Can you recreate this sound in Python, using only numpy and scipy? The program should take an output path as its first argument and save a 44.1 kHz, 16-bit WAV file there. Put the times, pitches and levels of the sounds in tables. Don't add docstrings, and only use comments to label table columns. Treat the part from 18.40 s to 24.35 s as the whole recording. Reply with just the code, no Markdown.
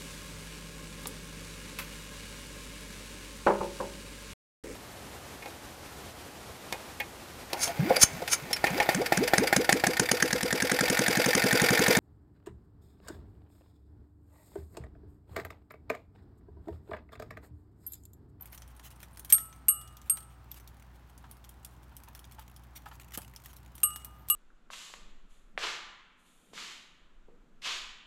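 import sys
import numpy as np
from scipy import signal
from scipy.fft import rfft, irfft, next_fast_len
from scipy.io import wavfile
from scipy.ndimage import map_coordinates

SR = 44100
rng = np.random.default_rng(int(sys.argv[2]) if len(sys.argv) > 2 else 0)


def dump_mix(stems):
    frames = np.atleast_2d(stems).T
    limited = np.clip(frames, -1, 1)
    pcm = np.round(limited * 32767).astype(np.int16)
    wavfile.write(sys.argv[1], SR, pcm)


N = 262395

# f/Hz, level/dB, t60/s, gain/dB per unit of position across the rim, same along it
BELL_MODES = [(1217.3, -38, .55, -14, 12), (1220, -41, 1.4, -8, 2), (1311.5, -38, .8, 5.5, 1),
              (2866, -36.5, .3, -14, 3), (2875, -35.5, .6, -12, 0), (4753, -51, .32, 8, 2),
              (7797, -32, .32, -3, -6), (7933, -28, .34, -10, -3), (8525, -15, .22, 4, 0),
              (8578, -3, .135, 5.5, 1), (8768, -22, .35, -1, -3), (11130, -35, .17, 4, -7),
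              (11329, -23, .16, 3, -1), (11510, -14.5, .09, 3, 5), (11600, -7.5, .11, -3, -7),
              (11792, -18.5, .16, 5, -10), (11904, -19, .11, 9, 4), (12872, -11.5, .07, 0, -7),
              (12955, -21, .09, 0, 1), (14855, -20.5, .115, 1, -5), (15180, -36, .18, 2, -1)]
# t/s, ring level/dB, position across the rim, position along it, crack level/dB
BELL_STRIKES = [(.9244, -11.5, 1, -1.13, -17), (1.2835, -10.5, -0.071, -0.44, -23),
                (1.6972, -17.5, 0.8, -0.099, -26), (5.4322, -11, -0.44, 0.14, -23),
                (5.9, -13.5, -1.14, -0.27, -24.5)]
# f/Hz, level/dB, t60/s
CLAPPER_MODES = [(8650, -4.5, .12), (10280, -2, 0.088), (12995, -6, .1)]
LINK_MODES = [(12100, -10, .04), (12400, -7, .03), (12620, -4, .016), (13100, -9, .03)]
TINY_BELL_MODES = [(9500, -28, 0.078), (13900, -1, 0.17)]
PLASTIC_MODES = [(2420, -6, .04), (3280, 0, .045), (3650, -4, .035), (5700, -1, .03), (6600, -4, .03)]
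# t/s, level/dB, treble trim/dB, body trim/dB
TOY_TICKS = [(0.057, -57, 12.5, 7), (0.1296, -55.5, 8, 13), (.15, -54.5, 7, 5), (0.1771, -44.5, -5, -5),
             (0.2206, -44, -10, -1.5), (0.3965, -50, -9, 7.5), (.63, -42.5, -3, 2), (0.7952, -45, 4.5, -5),
             (.8478, -43, 2.5, -3), (0.9009, -33.5, 6, -8), (0.944, -35.5, -16, -6), (0.982, -38, -19, 1),
             (1.1276, -52.5, -9.5, 5), (1.4134, -50, 3, -20), (1.476, -49.5, -5, -18),
             (1.5693, -46.5, -5.5, -16), (1.6164, -52.5, -6.5, 0), (1.771, -42, 0, 5),
             (2.1161, -44.5, -6, -18), (2.2756, -49, -1, -21.5), (2.778, -52.5, 1.5, -18),
             (2.9126, -50.5, 7, -13.5), (3.042, -50.5, -5, -8), (3.0919, -52, 4.5, -13),
             (3.2481, -42.5, 3, -15.5), (3.5667, -46.5, 3, -18), (3.7926, -51.5, 2.5, 0.5),
             (3.8431, -47, -19.5, -14), (4.1634, -49.5, -1, -20), (4.7209, -53, 0, 5),
             (4.775, -39.5, 9.5, -19), (4.962, -41, -6, -16), (5.047, -51, -4.5, -14),
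             (5.1662, -51, 2.5, -16), (5.353, -56.5, 11.5, -17.5), (5.5601, -41, 6.5, -2),
             (5.647, -45.5, 9.5, -12), (5.886, -44.5, 10.5, -19)]
# t/s, level/dB
TOY_KNOCKS = [(2.839, -48), (3.515, -56.5), (3.674, -46.5), (3.982, -45), (4.458, -40), (4.512, -44),
              (4.774, -41)]
LINK_PINGS = [(.0095, -34), (.0222, -32.5), (.058, -54), (.124, -40), (2.1147, -31), (3.5667, -46.5)]
TINY_BELL_TINKLES = [(1.062, -57), (1.622, -68.5), (2.14, -64), (5.783, -64), (5.80, -62)]
# t/s, length/s, level/dB
BEAK_RASPS = [(.115, .041, -56.5), (.429, 0.061, -51), (.892, 0.032, -42), (2.155, 0.039, -54),
              (4.351, 0.034, -46.5), (4.607, 0.02, -53.5), (4.732, 0.032, -41.5)]
# t/s, level/dB
BIRD_EFFORT = [(0.0, -68), (0.18, -78.5), (0.78, -73.5), (1.46, -81), (1.74, -74), (2.02, -84), (2.25, -74),
               (2.6, -82.5), (3.5, -78.5), (3.86, -72), (4.32, -78), (4.74, -70.5), (5.22, -74), (5.5, -69),
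               (5.68, -80.5), (5.95, -78.5)]
# f/Hz, width/Hz, level/dB
TOY_BODY = [(852, 150, 7.5), (1026, 177, 5), (1280, 125, 4.5), (1740, 190, -2), (2870, 590, -9)]
CAGE_BODY = [(184, 20, 9), (354, 87, 4.5), (540, 490, -2.5), (810, 170, 1)]
# f/Hz, level/dB
CRACK_EQ = [(300, -28), (1100, -12), (1900, -7), (2650, 6), (3400, 0), (4400, -4), (6500, -1), (8500, 2),
            (10000, -5), (12500, 1), (15000, -4), (16500, -18)]
TICK_BODY_EQ = [(200, -26), (800, -4), (1800, -1), (2800, -10), (5000, -25.5)]
TICK_MID_EQ = [(1200, -26.5), (2400, -8), (3200, 2.5), (4600, -3), (5900, 2), (8500, -7), (12000, -26.5)]
TICK_TOP_EQ = [(5000, -24.5), (9000, -1.5), (12500, 2), (15300, -3.5), (17000, -18.5)]
FIBRE_EQ = [(300, -27), (1200, -3), (3000, 1), (5000, -7.5), (6800, -2.5), (10000, -5.5), (13000, -1.5),
            (16000, -6.5)]
ROOM_TONE_EQ = [(20, -17.5), (45, -2), (80, 5), (140, 0.5), (200, -4), (310, -8), (480, -15.5),
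                (600, -14.5), (830, -9), (1500, -15), (2200, -21.5), (5000, -30.5), (10000, -37),
                (16000, -34.5)]
# f/Hz, rms level/dB
HUM_PARTIALS = [(60, -56), (120, -64)]
# f/Hz, t60/s
ROOM_DECAY = [(200, 0.4), (1500, 0.14), (8500, 0.39), (12000, 0.29), (16000, 0.197)]


def bell(attack_s=0.0003):
    out, t = np.zeros(N), clock(.9)
    hz, db, t60, across_db, along_db = np.transpose(BELL_MODES)
    for s, ring_db, across, along, crack_db in BELL_STRIKES:
        tone = ring(hz, ring_db + db + across * across_db + along * along_db, t60, t)
        burst = noise(CRACK_EQ, len(t), ripple_db=2.5)
        crack = burst * snap(t, snap_t60=0.0048, scatter_db=-12.5, scatter_t60=0.06)
        add(out, s, tone * (1 - np.exp(-t / attack_s)) + amp(crack_db) * crack)
    return out


def clapper(beak_out_s=.9, nudge_db=-60, spread_db=2.5):
    nudges = [(s, nudge_db + spread_db * luck) for s, _, luck in moments(count=80) if s < beak_out_s]
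    return small_steel(nudges, CLAPPER_MODES)


def small_steel(hits, modes):
    out, t = np.zeros(N), clock(0.24)
    hz, db, t60 = np.transpose(modes)
    for s, hit_db in hits:
        add(out, s, ring(hz, hit_db + db, t60, t))
    return out


def hook_and_rings(jiggle_db=-54.5, spread_db=3.5):
    out = np.zeros(N)
    for s, db, treble_db, body_db in TOY_TICKS:
        add(out, s, tick(db, treble_db, body_db))
    for s, push_db, luck in moments(count=36):
        add(out, s, tick(jiggle_db + push_db + spread_db * luck, treble_db=1, body_db=0))
    return out


def tick(db, treble_db, body_db):
    t = clock(.2)
    bands = [(TICK_MID_EQ, -3), (TICK_TOP_EQ, treble_db), (TICK_BODY_EQ, body_db - 4.5)]
    hiss = sum(amp(level) * noise(eq, len(t), ripple_db=4) for eq, level in bands)
    chatter = amp(3 * wobble(len(t), knots=120) * (1 - fade(t, .02)))
    contact = snap(t, snap_t60=0.0044, scatter_db=-5.5, scatter_t60=0.061) * chatter
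    plastic = amp(-16) * light_touch(PLASTIC_MODES, t)
    shimmer = amp(treble_db - 20.5) * light_touch(BELL_MODES, t)
    return amp(db) * (hiss * contact + plastic + shimmer)


def knocks(jolt_s=4.7745, jolt_db=-32):
    out = np.zeros(N)
    for s, db in TOY_KNOCKS:
        add(out, s, amp(db) * soft_blow(TOY_BODY, rise_s=0.0017, t60=0.092))
    add(out, jolt_s, amp(jolt_db) * soft_blow(CAGE_BODY, rise_s=0.001, t60=0.047))
    return out


def soft_blow(body, rise_s, t60):
    t = clock(0.22)
    hollow = unit(resonate(rng.standard_normal(len(t)), body))
    return hollow * fade(t, t60) * (1 - np.exp(-t / rise_s))


def beak_rasps(scrape_db=-63, scrape_s=.04):
    out = np.zeros(N)
    scrapes = [(s, scrape_s * np.exp(luck / 4), scrape_db + push_db)
               for s, push_db, luck in moments(count=20)]
    for s, seconds, db in list(BEAK_RASPS) + scrapes:
        swell = np.sqrt(np.hanning(int(seconds * SR)))
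        add(out, s, amp(db) * swell * noise(FIBRE_EQ, len(swell), ripple_db=3.5))
    return out


def nibbling(crumb_db=-62.5, spread_db=4.5):
    out, t = np.zeros(N), clock(.035)
    for s, push_db, luck in moments(count=300):
        crumb = noise(FIBRE_EQ, len(t), ripple_db=4.5) * fade(t, t60=0.025)
        add(out, s, amp(crumb_db + push_db + spread_db * luck) * crumb)
    return out


def room_tail(x):
    hz, t, spectra = signal.stft(rng.standard_normal(SR // 2), SR, nperseg=256)
    decay = fade(t, curve_at(ROOM_DECAY, hz)[:, None])
    tail = signal.istft(spectra * decay, SR, nperseg=256)[1]
    tail = np.pad(tail, (SR // 200, 0))
    return signal.fftconvolve(x, tail / np.linalg.norm(tail))[:N]


def background(room_tone_db=-58.0, waver_db=1):
    t = np.arange(N) / SR
    hum = sum(amp(db + waver_db * wobble(N, knots=33)) * np.sqrt(2) * np.sin(2 * np.pi * hz * t)
              for hz, db in HUM_PARTIALS)
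    return hum + amp(room_tone_db) * noise(ROOM_TONE_EQ, N)


def moments(count, db_per_effort_db=1.5):
    s = (np.arange(count) + rng.uniform(0, 1, count)) * N / SR / count
    times, effort_db = np.transpose(BIRD_EFFORT)
    push_db = db_per_effort_db * (np.interp(s, times, effort_db) - effort_db.mean())
    return zip(s, push_db, rng.standard_normal(count))


def ring(hz, db, t60, t):
    polarity = np.where(hz > 7000, (-1) ** np.arange(len(hz)), 1)
    partials = np.sin(2 * np.pi * hz[:, None] * t) * fade(t, t60[:, None])
    return (polarity * amp(db)) @ partials


def light_touch(modes, t):
    hz, db, t60 = np.transpose(modes)[:3]
    return ring(hz, db + rng.normal(0, 4, len(hz)), t60, t)


def snap(t, snap_t60, scatter_db, scatter_t60):
    return fade(t, snap_t60) + amp(scatter_db) * fade(t, scatter_t60)


def resonate(x, body):
    size = next_fast_len(len(x) + SR // 8)
    f = np.fft.rfftfreq(size, 1 / SR)
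    gain = sum((-1) ** k * amp(db) * 1j * f * width / (hz * hz - f * f + 1j * f * width)
               for k, (hz, width, db) in enumerate(body))
    return irfft(rfft(x, size) * gain, size)[:len(x)]


def noise(eq, size, ripple_db=0):
    hz = np.fft.rfftfreq(size, 1 / SR)
    colour = amp(curve_at(eq, hz) + ripple_db * wobble(len(hz), knots=70))
    return unit(irfft(rfft(rng.standard_normal(size)) * colour, size))


def wobble(size, knots):
    return map_coordinates(rng.standard_normal(int(knots) + 4), [np.linspace(0, knots, size)])


def curve_at(points, hz):
    f, values = np.transpose(points)
    return np.interp(np.log(hz + 1), np.log(f + 1), values)


def fade(t, t60):
    return np.exp(-np.log(1000) * t / t60)


def amp(db):
    return 10 ** (np.asarray(db) / 20)


def unit(x):
    return x / np.sqrt(np.mean(x ** 2) + 1e-20)


def clock(seconds):
    return np.arange(int(seconds * SR)) / SR


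def add(track, s, sound):
    part = track[max(round(s * SR), 0):][:len(sound)]
    part += sound[:len(part)]


def scene(reverb_db=-18):
    steel = bell() + clapper()
    chain = small_steel(LINK_PINGS, LINK_MODES)
    tiny_bell = small_steel(TINY_BELL_TINKLES, TINY_BELL_MODES)
    cage = steel + chain + tiny_bell + hook_and_rings() + nibbling() + knocks() + beak_rasps()
    return (cage + amp(reverb_db) * room_tail(cage) + background())[None]


def record(dry):
    return signal.sosfilt(signal.ellip(10, .1, 90, 15900, fs=SR, output="sos"), dry)


dry = scene()
out = record(dry)
dump_mix(out)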